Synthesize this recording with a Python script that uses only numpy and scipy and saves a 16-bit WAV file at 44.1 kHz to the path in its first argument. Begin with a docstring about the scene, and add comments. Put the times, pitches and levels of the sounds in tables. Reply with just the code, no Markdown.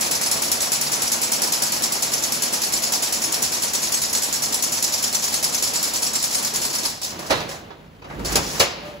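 """In a steel hall, a chain-link weaving machine screws a wire spiral into the mesh, ten half-turns a second.
The wire ticks, slaps, drags and rattles: noise grains and short ringing modes. Boom, gear noise and hum lie below.
The feed stops, a cutter bangs, and a long steel trough swings open with a rumble and two clanks: noise bursts
and struck modes. Mesh scrapes over sheet steel, a creak climbs and a hinge sings, both as gliding sines.
Two microphone ports hear it, the left a little late."""
import sys
import numpy as np
from scipy import signal
from scipy.fft import rfft, irfft, next_fast_len
from scipy.io import wavfile
from scipy.ndimage import uniform_filter1d, map_coordinates

SR = 44100
rng = np.random.default_rng(int(sys.argv[2]) if len(sys.argv) > 2 else 0)


def put_to_file(sound):
    """Save the sound as 16-bit audio at rate SR, in the file named by the first command-line argument."""
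    columns = np.atleast_2d(sound).T  # one column per channel
    safe = np.clip(columns, -1, 1)
    whole_steps = np.round(safe * 32767)
    wavfile.write(sys.argv[1], SR, whole_steps.astype(np.int16))


N = 396900
T = np.arange(N) / SR  # time_s of every sample
QUADRATURE = np.c_[[0, np.pi / 2]]  # phase of the two streams in radians


def amp(db):
    """Decibels to an amplitude factor."""
    return 10 ** (np.asarray(db) / 20)


def unit(x):
    """Scale to an RMS of one."""
    return x / np.sqrt(np.mean(x ** 2) + 1e-20)


def along(points, hz):
    """Read (frequency_hz, value) points on a log frequency axis."""
    f, v = np.transpose(points)
    return np.interp(np.log(hz + 1), np.log(f + 1), v)


def curves(rows):
    """One value per sample for each column; -120 before the first row, the last value after the end."""
    s, *columns = np.transpose(rows)
    return [np.interp(T, s, column, left=-120) for column in columns]


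def wobble(rate):
    """A smooth random curve with rate knots a second."""
    knots = rng.standard_normal(int(N * rate / SR) + 4)
    return map_coordinates(knots, [np.arange(N) * rate / SR])


def filtered(x, response):
    """Multiply the spectrum of x by a complex response of frequency."""
    m = next_fast_len(N + SR // 4)
    return irfft(rfft(x, m) * response(np.fft.rfftfreq(m, 1 / SR)), m)[..., :N]


def grit(spiky_db, rate):
    """Two unrelated noise streams of tiny contacts whose sizes scatter together, rate knots a second."""
    knots = rng.standard_normal(int(N * rate / SR) + 2)
    sizes = np.interp(np.arange(N) * rate / SR, np.arange(len(knots)), knots)
    return unit(rng.standard_normal((2, N)) * amp(spiky_db * sizes))


def colour(spectrum, modes=()):
    """A response of unit mean power: a broad spectrum with resonances standing on it."""
    def response(hz):
        peaks = sum(amp(db) * 1j * hz * width / (centre * centre - hz * hz + 1j * hz * width)
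                    for centre, width, db in modes)
        gain = amp(along(spectrum, hz)) * (1 + peaks)
        return gain / np.sqrt(np.mean(abs(gain) ** 2))
    return response


def bursts(times, db, t60, rise):
    """Envelope of contacts that swell over rise s and die away; times may lie up to a second before zero."""
    power, t = np.zeros(N + 2 * SR), np.arange(SR // 3) / SR
    shape = amp(-2 * 60 * t / t60) * (1 - np.exp(-t / rise)) ** 2
    for s, level in np.broadcast(times, db):
        power[round((s + 1) * SR):][:len(t)] += amp(2 * level) * shape
    return np.sqrt(power[SR:SR + N])


def swells(rows, rise_db_per_s, fall_db_per_s):
    """One gain curve per level column: each row rises, holds and falls away; powers add."""
    power = 0
    for s, hold, *db in rows:
        before, after = np.maximum(s - T, 0), np.maximum(T - s - hold, 0)
        shape_db = -rise_db_per_s * before - fall_db_per_s * after
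        power = power + amp(2 * (np.c_[db] + shape_db))
    return np.sqrt(power)


def patchy(x, depth_db):
    """Shift the colour in small random patches of time and frequency, as when other parts touch."""
    z = signal.stft(x, nperseg=256)[2]
    field = rng.standard_normal(z.shape[1:])
    for axis in (0, 1):
        field = uniform_filter1d(field, size=6, axis=axis)
    return signal.istft(z * amp(depth_db * unit(field)), nperseg=256)[1][:, :N]


# Floor boom, motor rumble, groan of the moving linkage, gear noise: frequency_hz, relative level_db per Hz
BOOM_SPECTRUM = [(20, -50), (38, -19), (51, 2), (65, -14), (100, -18), (200, -57)]
RUMBLE_SPECTRUM = [(30, -38), (50, -13), (85, 2), (103, -1), (118, -5), (135, 0.5), (200, -1.5), (330, -7),
                   (600, -14.5), (1200, -56)]
LINKAGE_SPECTRUM = [(30, -40), (60, -9), (100, -4), (160, 1.5), (250, -3.5), (400, -5), (700, -15),
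                    (1300, -47.5)]
GEAR_SPECTRUM = [(80, -57), (140, -5), (230, -3), (350, -2), (520, -0.5), (900, 1.5), (1400, -3),
                 (3000, -5), (8000, -20)]
# Resonances of the gear casing: frequency_hz, width_hz, level_db over the spectrum
GEAR_CASING_MODES = [(146, 8, 0), (200, 8, -5), (226, 12, 4), (247, 7, 2), (275, 10, -1), (326, 20, 0),
                     (435, 12, -3), (499, 8, -2), (568, 14, -1), (660, 16, -2), (740, 12, -1),
                     (949, 10, -3)]
# Strokes of cutter and trough linkage: start_s, hold_s, boom_db, groan_db, gears_db
LINKAGE_STROKES = [(7.1, 0.25, -60, -43.5, -37), (7.36, 0.031, -53, -33.5, -35.5),
                   (8.105, 0.01, -58, -53, -47), (8.15, 0.03, -54, -36, -47), (8.21, 0.05, -39, -32, -40.5),
                   (8.34, 0.043, -36, -30, -28), (8.55, 0.044, -52, -40, -32.5),
                   (8.85, 0.029, -47, -42, -41)]
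STROKE_RISE_DB_PER_S, STROKE_FALL_DB_PER_S = 173, 67.5
# Steady drive: boom_db, rumble_db, gears_db
FEEDING_DB, RESTING_DB = (-61, -48, -30.5), (-56, -48, -53.5)
FEED_STOP_S = 6.85
GEARS_FADE_DB_PER_S, COAST_DB_PER_S = 0.55, 76


def drive():
    """Boom and motor rumble come through the floor as low noise; linkage groans and gears rattle a casing."""
    feeding = swells([(0.011, FEED_STOP_S, *FEEDING_DB)], 0, COAST_DB_PER_S)
    feeding[2] *= amp(-GEARS_FADE_DB_PER_S * T)
    strokes = swells(LINKAGE_STROKES, STROKE_RISE_DB_PER_S, STROKE_FALL_DB_PER_S)
    resting = amp(np.c_[list(RESTING_DB)]) * (T > FEED_STOP_S)
    boom, _, gears = np.sqrt(feeding ** 2 + strokes ** 2 + resting ** 2)
    rumble = np.hypot(feeding[1], resting[1])
    groan = strokes[1] * amp(0.43 * wobble(10))

    def noise(spectrum):
        return filtered(rng.standard_normal((2, N)), colour(spectrum))

    low = boom * noise(BOOM_SPECTRUM) + rumble * noise(RUMBLE_SPECTRUM) + groan * noise(LINKAGE_SPECTRUM)
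    casing = filtered(grit(1.0, 150), colour(GEAR_SPECTRUM, GEAR_CASING_MODES))
    return low + gears * amp(0.76 * wobble(12)) * patchy(casing, depth_db=1.0)


# Notes of the feeding motor: pitch_hz, level_db at the start
MOTOR_NOTES = [(146, -52), (226, -48), (247, -50)]


def hum():
    """The motor's sine notes waver in pitch and level, fade with the gears and coast down; first stream only."""
    fade_db = -GEARS_FADE_DB_PER_S * T - COAST_DB_PER_S * np.maximum(T - FEED_STOP_S, 0)
    notes = np.zeros(N)
    for hz, db in MOTOR_NOTES:
        level = amp(db + fade_db + 2.5 * wobble(7))
        notes += level * np.sin(2 * np.pi * np.cumsum(hz * (1 + 0.012 * wobble(6))) / SR)
    return notes * np.c_[[1, 0]]


# Resonances of the wire: frequency_hz, width_hz, level_db over the spectrum
WIRE_RESONANCES = [(4400, 250, -6), (5400, 500, -4), (7020, 160, -2), (8300, 300, -3), (9360, 200, -2),
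                   (10490, 170, -2)]
# Mesh on sheet steel, and the sheet under load: frequency_hz, relative level_db per Hz
SCRAPE_SPECTRUM = [(300, -22), (900, -21), (2500, -5), (4500, 0), (6000, 5), (9000, -4), (14000, -7.5)]
GRIND_SPECTRUM = [(200, -30), (600, 3), (1200, 0), (2000, 0), (3500, -20), (8000, -39.5)]
# Wire sliding on sheet steel, first the spiral coasting to a stop, then loose mesh along the trough: start_s,
# hold_s, scrape_db, grind_db
MESH_SLIDES = [(6.86, 0.047, -36, -51), (7.07, 0.029, -31, -45), (7.2, 0.104, -40.5, -46),
               (7.31, .01, -48, -39), (7.5, 0.058, -41, -41.5), (8.108, 0.018, -55, -38.5),
               (8.28, 0.069, -31.5, -34.5), (8.43, 0.17, -31, -49), (8.6, .01, -28, -44),
               (8.86, 0.028, -52, -51)]
SLIDE_RISE_DB_PER_S, SLIDE_FALL_DB_PER_S = 500, 201


def slide():
    """Wire loops scrape over sheet steel as resonant grit, and the sheet grinds under them."""
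    scrape, grind = swells(MESH_SLIDES, SLIDE_RISE_DB_PER_S, SLIDE_FALL_DB_PER_S)
    scrape = scrape * filtered(grit(1.5, 440), colour(SCRAPE_SPECTRUM, WIRE_RESONANCES))
    grind = grind * filtered(grit(2.0, 300), colour(GRIND_SPECTRUM))
    return patchy(scrape + grind, depth_db=1.5)


# A thin creak climbs as the trough starts to move: time_s, pitch_hz, level_db
TROUGH_CREAK = [(8.018, 2430, -62), (8.023, 2480, -46), (8.038, 2700, -49), (8.05, 2900, -52),
                (8.064, 2960, -45), (8.076, 2960, -58), (8.09, 2960, -100)]


def creak():
    """Dry friction sings one thin, nervous sine that glides upward."""
    hz, db = curves(TROUGH_CREAK)
    turn = 2 * np.pi * np.cumsum(hz * (1 + 0.012 * wobble(300))) / SR
    return amp(db + 3 * wobble(200)) * np.sin(turn + QUADRATURE)


# The hinge sings as the trough settles: time_s, pitch_hz, level_db
HINGE_NOTE = [(8.79, 580, -60), (8.826, 580, -39), (8.85, 597, -36), (8.87, 590, -35), (8.895, 597, -34),
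              (8.916, 596, -38), (8.93, 588, -50), (8.955, 586, -33.5), (8.968, 584, -37),
              (8.982, 582, -54), (9.0, 550, -39)]
OVERTONE_RATIO, OVERTONE_DB = 2.04, -7  # against the hinge's note
OVERTONE_S, OVERTONE_WIDTH_S = 8.89, 0.04  # strongest here, 6 dB weaker one width away


def hinge():
    """A rubbing joint gives a slightly unsteady sine and an overtone just over its octave."""
    hz, db = curves(HINGE_NOTE)
    turn = 2 * np.pi * np.cumsum(hz * (1 + 0.003 * wobble(60))) / SR
    overtone_db = OVERTONE_DB - 6 * ((T - OVERTONE_S) / OVERTONE_WIDTH_S) ** 2
    overtone = amp(overtone_db) * np.sin(OVERTONE_RATIO * turn)
    return amp(db + 1.4 * wobble(90)) * (np.sin(turn + np.c_[[0, 1.3]]) + overtone)


def pings(times, db, count=5):
    """Each contact sets a few wire loops ringing briefly, every loop at a pitch of its own."""
    out, t = np.zeros((2, N + SR)), np.arange(SR // 16) / SR
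    chances = rng.random((len(times), 4, count, 1))
    for s, level, (late, pitch, size, share) in zip(times, db, chances):
        age = np.maximum(t - 0.011 * late, 0)
        hz = 4800 * 2 ** (1.1 * pitch)
        ring = amp(level - 10 * size - 60 * age / 0.07) * np.sin(2 * np.pi * hz * age)
        pan = np.hstack([np.cos(6 * share), np.sin(6 * share)])
        out[:, round(s * SR):][:, :len(t)] += pan.T @ ring
    return out[:, :N]


def struck(body, times, db):
    """Each blow rings the body's modes at new strengths, slightly off pitch."""
    out, t = np.zeros((2, N + SR)), np.arange(SR // 3) / SR
    hz, mode_db, t60 = np.transpose(body)[:, :, None]
    chances = rng.standard_normal((len(times), 3, len(hz), 1))
    for s, level, chance in zip(times, db, chances):
        detuned_hz = hz * (1 + 0.011 * chance[2])
        turn = 2 * np.pi * detuned_hz * t + QUADRATURE[:, :, None]
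        decay = amp(level + mode_db + 3.3 * chance[:2] - 60 * t / t60)
        modes = decay * np.sin(turn) * (1 - np.exp(-t / 0.00077))
        out[:, round(s * SR):][:, :len(t)] += modes.sum(axis=1)
    return out[:, :N]


# Clatter of the frame, dull thud, jolted mesh: frequency_hz, relative level_db per Hz
CLATTER_SPECTRUM = [(300, -16), (800, -9), (1500, -7), (2500, -3), (4000, -10), (6000, -11), (9000, -41),
                    (14000, -41)]
THUD_SPECTRUM = [(50, -14), (120, -5), (220, -13), (330, -2.5), (450, -0.5), (650, -0.5), (900, -1.5),
                 (1300, -5), (2500, -19), (5000, -54)]
SHAKEN_MESH_SPECTRUM = [(900, -46), (3000, -8), (5000, 2.5), (7000, 0), (10000, -4), (15500, -8.5)]


def frame(rows, body, ring_db, clatter_db, clatter_t60, thud_t60):
    """Every blow clatters, thuds and rings the struck body; the shaken mesh is returned separately."""
    s, db, thud_db, mesh_db = np.transpose(rows)
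    clatter = bursts(s, db + clatter_db, clatter_t60, 0.0015) * grit(0.81, 600)
    clatter = filtered(clatter, colour(CLATTER_SPECTRUM))
    thud = bursts(s, db + thud_db - 5.5, thud_t60, 0.0013) * grit(1.0, 170)
    thud = filtered(thud, colour(THUD_SPECTRUM))
    mesh = bursts(s, db + mesh_db - 3.5, 0.13, 0.00072) * grit(0.91, 680)
    mesh = filtered(mesh, colour(SHAKEN_MESH_SPECTRUM, WIRE_RESONANCES))
    return clatter + thud + struck(body, s, db + ring_db), mesh + pings(s, db + mesh_db - 11)


# Modes of the tick: pitch_hz
TICK_PITCHES = [5350, 5950, 7020, 8400, 9380, 10490]
# How those modes ring: t60_s, relative level_db while the spiral is short, level_db at full length
TICK_RINGING = [(.06, -12, -7), (.06, -9, -8), (.1, -11, -2), (.045, -1, -6), (.05, -7, -13),
                (.06, -9, -10)]


def tick_ring(times, db):
    """The tick strikes the same modes each time, at new strengths and moments, slightly off pitch."""
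    out, t = np.zeros((2, N + SR)), np.arange(SR // 12) / SR
    hz, (t60, short_db, full_db) = np.c_[TICK_PITCHES], np.transpose(TICK_RINGING)[:, :, None]
    chances = rng.standard_normal((len(times), 4, len(hz), 1))
    for s, level, (size, detune, share, late) in zip(times, db, chances):
        mode_db = short_db + (full_db - short_db) * s / times[-1] + 0.41 * size
        age = np.maximum(t - 0.0027 * abs(late), 0)
        tone = np.sin(2 * np.pi * hz * (1 + 0.0157 * detune) * age)
        ring = amp(level + mode_db - 60 * age / t60) * tone * (1 - np.exp(-age / 0.00072))
        out[:, round(s * SR):][:, :len(t)] += np.hstack([np.ones_like(share), share]).T @ ring
    return out[:, :N]


# Wire on wire, and the spiral's free end whipping along the mesh: frequency_hz, relative level_db per Hz
WIRE_SPECTRUM = [(300, -14.5), (900, -2), (1500, -8.5), (2500, -6), (3500, -3.5), (4500, 0.5), (5500, 2),
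                 (6500, 1), (8000, -0.5), (10000, -5.5), (12000, -3.5), (14000, -7.5), (15500, -12)]
WHIP_SPECTRUM = [(300, -25.5), (1200, -7.5), (2500, 6), (5000, -50), (8000, 6), (11000, 4.5), (15500, -28)]
# Half-turns, levels before each layer's trim:
# tick_s, tick_db, slap_s after the tick, slap_db, rattle_s after the tick, rattle_db
HALF_TURNS = [(0.0073, -18.5, 0.012, -26, 0.053, -23.5), (0.109, -18.5, 0.009, -21, 0.041, -22),
              (0.211, -22.5, 0.0192, -20, 0.048, -20), (0.312, -16, 0.0064, -19, 0.057, -23),
              (0.418, -19.5, 0.019, -29, 0.058, -25), (0.5148, -15.5, 0.01, -21, 0.088, -20.5),
              (0.617, -18.5, 0.0097, -35, 0.052, -30), (0.7176, -17, 0.012, -14, 0.033, -22.5),
              (0.8105, -20, 0.0101, -32, 0.053, -23), (0.9164, -19, 0.014, -16, 0.076, -29),
              (1.018, -17.5, 0.013, -29, 0.052, -22), (1.1164, -17, 0.011, -16, 0.05, -33),
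              (1.2147, -19, 0.014, -15, 0.056, -27), (1.3172, -16.5, 0.011, -14.5, 0.042, -27),
              (1.417, -17.5, 0.018, -16.5, 0.053, -23.5), (1.5202, -17.5, 0.013, -14.5, 0.045, -26.5),
              (1.6204, -17, 0.0112, -18.7, 0.044, -23), (1.719, -19, 0.015, -22, 0.043, -25),
              (1.821, -21, 0.014, -14.5, 0.057, -44), (1.92, -19.5, 0.03, -29, 0.04, -32),
              (2.021, -18, 0.0096, -16.5, 0.05, -36), (2.1162, -25, 0.018, -12.5, 0.061, -24),
              (2.2224, -23.5, 0.014, -14, 0.041, -30), (2.32, -19, 0.021, -24, 0.05, -32),
              (2.4198, -18.5, 0.014, -18, 0.058, -26), (2.525, -23, 0.0093, -15, 0.041, -32),
              (2.6163, -21.5, 0.019, -16.5, 0.048, -25), (2.721, -22.5, 0.013, -14, 0.042, -21),
              (2.8205, -23.5, 0.014, -14, 0.046, -27), (2.9203, -18.5, 0.014, -15, 0.03, -22.5),
              (3.022, -20.5, 0.0074, -17, 0.047, -25), (3.123, -19, 0.012, -19, 0.038, -30.1),
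              (3.217, -22, 0.02, -15, 0.06, -30), (3.321, -18.5, 0.019, -15.5, 0.053, -29.5),
              (3.4212, -17.5, 0.0144, -17.5, 0.029, -29), (3.5183, -24, 0.018, -18.5, 0.047, -24),
              (3.6188, -21, 0.014, -14.5, 0.053, -25), (3.7326, -20.5, 0.016, -14, 0.044, -43),
              (3.8184, -29, 0.0095, -16.5, 0.051, -24), (3.9192, -19, 0.021, -14, 0.05, -23),
              (4.016, -19.5, 0.018, -18, 0.078, -25), (4.1276, -19, 0.021, -14.5, 0.043, -22.5),
              (4.2187, -23, 0.012, -19, 0.062, -27), (4.3237, -21.5, 0.015, -18, 0.035, -25),
              (4.42, -20, 0.015, -17, 0.037, -28), (4.522, -24, 0.019, -13, 0.064, -28),
              (4.623, -17.5, 0.013, -16, 0.045, -30), (4.72, -19, 0.017, -22, 0.05, -21),
              (4.8224, -18.5, 0.017, -15, 0.052, -26), (4.9214, -22, 0.017, -15, 0.058, -23),
              (5.0244, -21, 0.014, -14, 0.044, -26), (5.1262, -24.5, 0.02, -14, 0.063, -27),
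              (5.222, -26, 0.016, -15.5, 0.054, -21), (5.322, -28, 0.018, -13.5, 0.04, -23.5),
              (5.4264, -20.4, 0.014, -13, 0.06, -27), (5.5228, -30, 0.022, -14, 0.054, -21),
              (5.6233, -19, 0.013, -16, 0.046, -22.5), (5.7338, -25, 0.023, -14, 0.06, -25),
              (5.8259, -21, 0.011, -16.5, 0.045, -24), (5.9347, -22.5, 0.023, -16.5, 0.054, -46),
              (6.0203, -23.5, 0.0071, -15.5, 0.044, -20.5), (6.132, -24.2, 0.02, -14.5, 0.068, -27),
              (6.223, -23, 0.016, -16.5, 0.084, -24), (6.325, -28, 0.02, -13.5, 0.055, -23),
              (6.4235, -27, 0.023, -17.5, 0.046, -24), (6.5358, -26.9, 0.022, -14, 0.11, -32),
              (6.6146, -24.1, 0.035, -19.5, 0.083, -26), (6.727, -34, 0.024, -14.5, 0.057, -23),
              (6.827, -42, 0.024, -14.5, 0.061, -28)]
HALF_TURN_S = 0.1


def spiral():
    """Each half-turn: a bright tick, a fuller slap, a long drag and a late rattle of the loops."""
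    s, tick_db, slap_after, slap_db, late_after, late_db = np.transpose(HALF_TURNS)
    slap_s, late_s = s + slap_after, s + late_after

    def bright(hz):
        return colour(WIRE_SPECTRUM)(hz) * amp(5.7 * np.log2(hz / 7000 + 0.043))

    tick = filtered(bursts(s, tick_db + 6.5, 0.04, 0.0035) * grit(2.5, 900), bright)
    slap_edge = filtered(bursts(slap_s, slap_db - 4, 0.03, 0.002) * grit(2.2, 900), bright)
    ringing = tick_ring(s, tick_db + 4)

    slap = bursts(slap_s, slap_db + 0.5, 0.054, 0.003) + bursts(late_s, late_db, 0.17, 0.002)
    since = np.r_[s[0] - HALF_TURN_S, s]  # the half-turn before the first still drags
    drag_db = -19.5 + 0.072 * (np.r_[-20, tick_db] + 23)  # the drag swells with the tick
    drag = bursts(since - 0.001, drag_db, 0.4, 0.011)
    snaps = amp(-17) * grit(4.8, 2900)  # single sharp contacts among the rest
    rattle = patchy(slap * (grit(1.6, 500) + snaps) + drag * grit(0.82, 400), depth_db=1.5)
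    rattle = filtered(rattle, colour(WIRE_SPECTRUM, WIRE_RESONANCES))

    loops = pings(slap_s, slap_db) + pings(late_s, late_db + 1.0)
    stray_s = s + 0.012 + 0.049 * rng.random((2, len(s)))  # loose loops knock early in the drag
    loops += pings(stray_s.ravel(), np.tile(tick_db, 2) - 7, count=3)

    # the whipping end is loudest while the spiral is short
    whip = bursts(since, -29 - 1.2 * since, 0.54, 0.0017) * grit(2.2, 600)
    return tick + slap_edge + ringing + rattle + loops + filtered(whip, colour(WHIP_SPECTRUM))


# Decay of the hall: frequency_hz, t60_s
HALL_DECAY = [(150, 1.8), (1000, 1.28), (4000, 0.85), (10000, 0.085)]


def hall(x):
    """Diffuse answer of the hall: the power fed into each band lingers and dies at its own speed."""
    hz, t, z = signal.stft(x[0], SR, nperseg=256)
    keep = amp(-2 * 60 * t[1] / along(HALL_DECAY, hz))
    # leaky power store, answering three frames late
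    held = np.array([signal.lfilter([0, 0, 0, 1 - k], [1, -k], row) for k, row in zip(keep, abs(z) ** 2)])
    air = signal.stft(rng.standard_normal((2, N)), SR, nperseg=256)[2]
    tail = np.sqrt(held / np.mean(abs(air) ** 2)) * air
    return signal.istft(tail, SR, nperseg=256)[1][:, :N]


# Likeness of the two ports: frequency_hz, likeness from 0 to 1
PORT_LIKENESS = [(60, 1), (300, 0.82), (600, 0.6), (1200, 0), (2200, 0), (4200, 0.49), (5200, 0.3),
                 (6500, 0.59), (8500, 0.99), (16000, 0.82)]
# Phase by which the left leads, negative when late: frequency_hz, lead_radians
LEFT_LEAD = [(0, 0), (2410, -4.8), (4130, -6.3), (5680, -7.3), (6370, -6.1), (7490, -6.5), (8440, -9.2),
             (9560, -9.6), (10400, -12.4), (11600, -12.6), (12500, -15.5), (13800, -15.9), (14600, -18.9),
             (16600, -18.8)]
# Balance, left minus right: frequency_hz, level_db
PORT_TILT = [(60, -5), (110, 0.5), (200, -1.5), (380, -2.5), (700, -1.5), (1290, -1), (2380, 1),
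             (4400, 0.0), (8120, 0.5), (15000, -0.5)]


def ports(pair):
    """Mix two unrelated streams to the ports' likeness, then give each port its lag and level."""
    def spread(hz):
        angle = np.arccos(np.clip(along(PORT_LIKENESS, hz), 0, 1)) / 2
        return np.array([np.cos(angle), np.sin(angle)])

    def left_and_right(hz):
        lead = np.interp(hz, *np.transpose(LEFT_LEAD))
        half = amp(along(PORT_TILT, hz) / 2) * np.exp(0.5j * lead)
        return np.array([half, 1 / half])

    shared, own = filtered(pair, spread)
    return filtered(np.array([shared + own, shared - own]), left_and_right)


# Blows in the frame, before each layer's trim: start_s, clatter_db, thud_db above it, shaken_mesh_db above it
FRAME_BLOWS = [(6.8515, -42, -15, 14), (7.015, -33.5, -27, 12.5), (7.0305, -37.5, -21, 19.5),
               (7.0447, -33.5, -12, 15), (7.12, -41, 11, -3), (7.19, -35.5, 8, 8.5),
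               (7.227, -43, 12, -10.5), (7.247, -50, 7, -10), (7.264, -42, -4, 13), (7.298, -24, 3, -4),
               (7.3043, -15.5, 7, -2), (7.309, -20, -6, -21), (7.3184, -16, -15, -24),
               (7.352, -26, -15, -6), (7.372, -26, -12, -8), (7.4027, -26, -17, -5.5),
               (7.425, -34, -10, -18), (7.4901, -32.5, -11, 3.5), (7.512, -31.5, -14, 1),
               (7.7038, -39, 9.5, -27), (8.0195, -41, 5, -23), (8.043, -38, 7, -13), (8.0994, -41, 12, -17),
               (8.1444, -46.5, 15, -3), (8.193, -40.5, 12, 1), (8.2474, -29, 2.5, 7.5),
               (8.255, -29, -3, 9.5), (8.32, -30, -4, 11.5), (8.355, -13.5, 0.5, 5.5),
               (8.5969, -16, -9, 8.5), (8.6006, -8, -3.5, -11), (8.6084, -11, -17, -9)]
# Modes of the cutter head and of the trough: pitch_hz, relative level_db, t60_s
CUTTER_MODES = [(430, -3, .12), (555, 14, 0.088), (631, 10.5, 0.11), (760, 12.5, 0.08), (875, 6, 0.048),
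                (1007, 10.5, 0.1), (1131, 6, 0.1), (1670, 4, 0.22), (1960, 5, 0.18), (2740, 8, .06),
                (3430, 2, .2), (3710, 3, .2), (3970, 0, .22), (3960, 3, .25), (4200, 0, .25), (4600, 5, .1)]
TROUGH_MODES = [(465, 16.5, 0.079), (555, 12, 0.12), (1176, 3, 0.11), (2530, 3, 0.06), (2950, 3, 0.12),
                (5250, -6, 0.1), (3910, 11, 0.087), (4600, 9, 0.092), (4860, -6, 0.067), (5730, -8, 0.18),
                (6340, 5, 0.09), (6460, -4, 0.095), (7391, -21.5, 0.15)]
TROUGH_MOVES_S = 7.9  # blows before this strike the cutter, later ones the trough
CUTTER_RIGHT_DB = 4  # the cutter stands to the right: right over left, on top of the ports' balance


def scene():
    """Sum the machine, let wire and blows excite the hall, and set the cutter to the right."""
    cutter_blows = [b for b in FRAME_BLOWS if b[0] < TROUGH_MOVES_S]
    trough_blows = [b for b in FRAME_BLOWS if b[0] > TROUGH_MOVES_S]
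    cutter, jolt = frame(cutter_blows, CUTTER_MODES, ring_db=-19, clatter_db=-5.5,
                         clatter_t60=0.18, thud_t60=0.21)
    trough, shake = frame(trough_blows, TROUGH_MODES, ring_db=-23.5, clatter_db=-7.5,
                          clatter_t60=0.23, thud_t60=0.27)
    wire = spiral()
    blows = jolt + trough + shake
    room = hall(amp(-6.5) * wire + amp(-9.5) * (blows + cutter))
    rest = drive() + hum() + slide() + creak() + hinge() + blows + wire + room
    return ports(rest) + amp(np.c_[[-0.5, 0.5]] * CUTTER_RIGHT_DB) * ports(cutter)


LOW_HZ, TOP_HZ = 38, 15750  # rolls off below the first, silent from the second up


def record(dry):
    """The preamplifier rounds off the highest peaks; the band is limited at both ends."""
    rounded = dry / (1 + abs(dry / 0.97) ** 12) ** (1 / 12)
    return filtered(rounded, lambda hz: (hz < TOP_HZ) / np.sqrt(1 + (LOW_HZ / (hz + 1)) ** 8))


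dry = scene()
out = record(dry)
put_to_file(out)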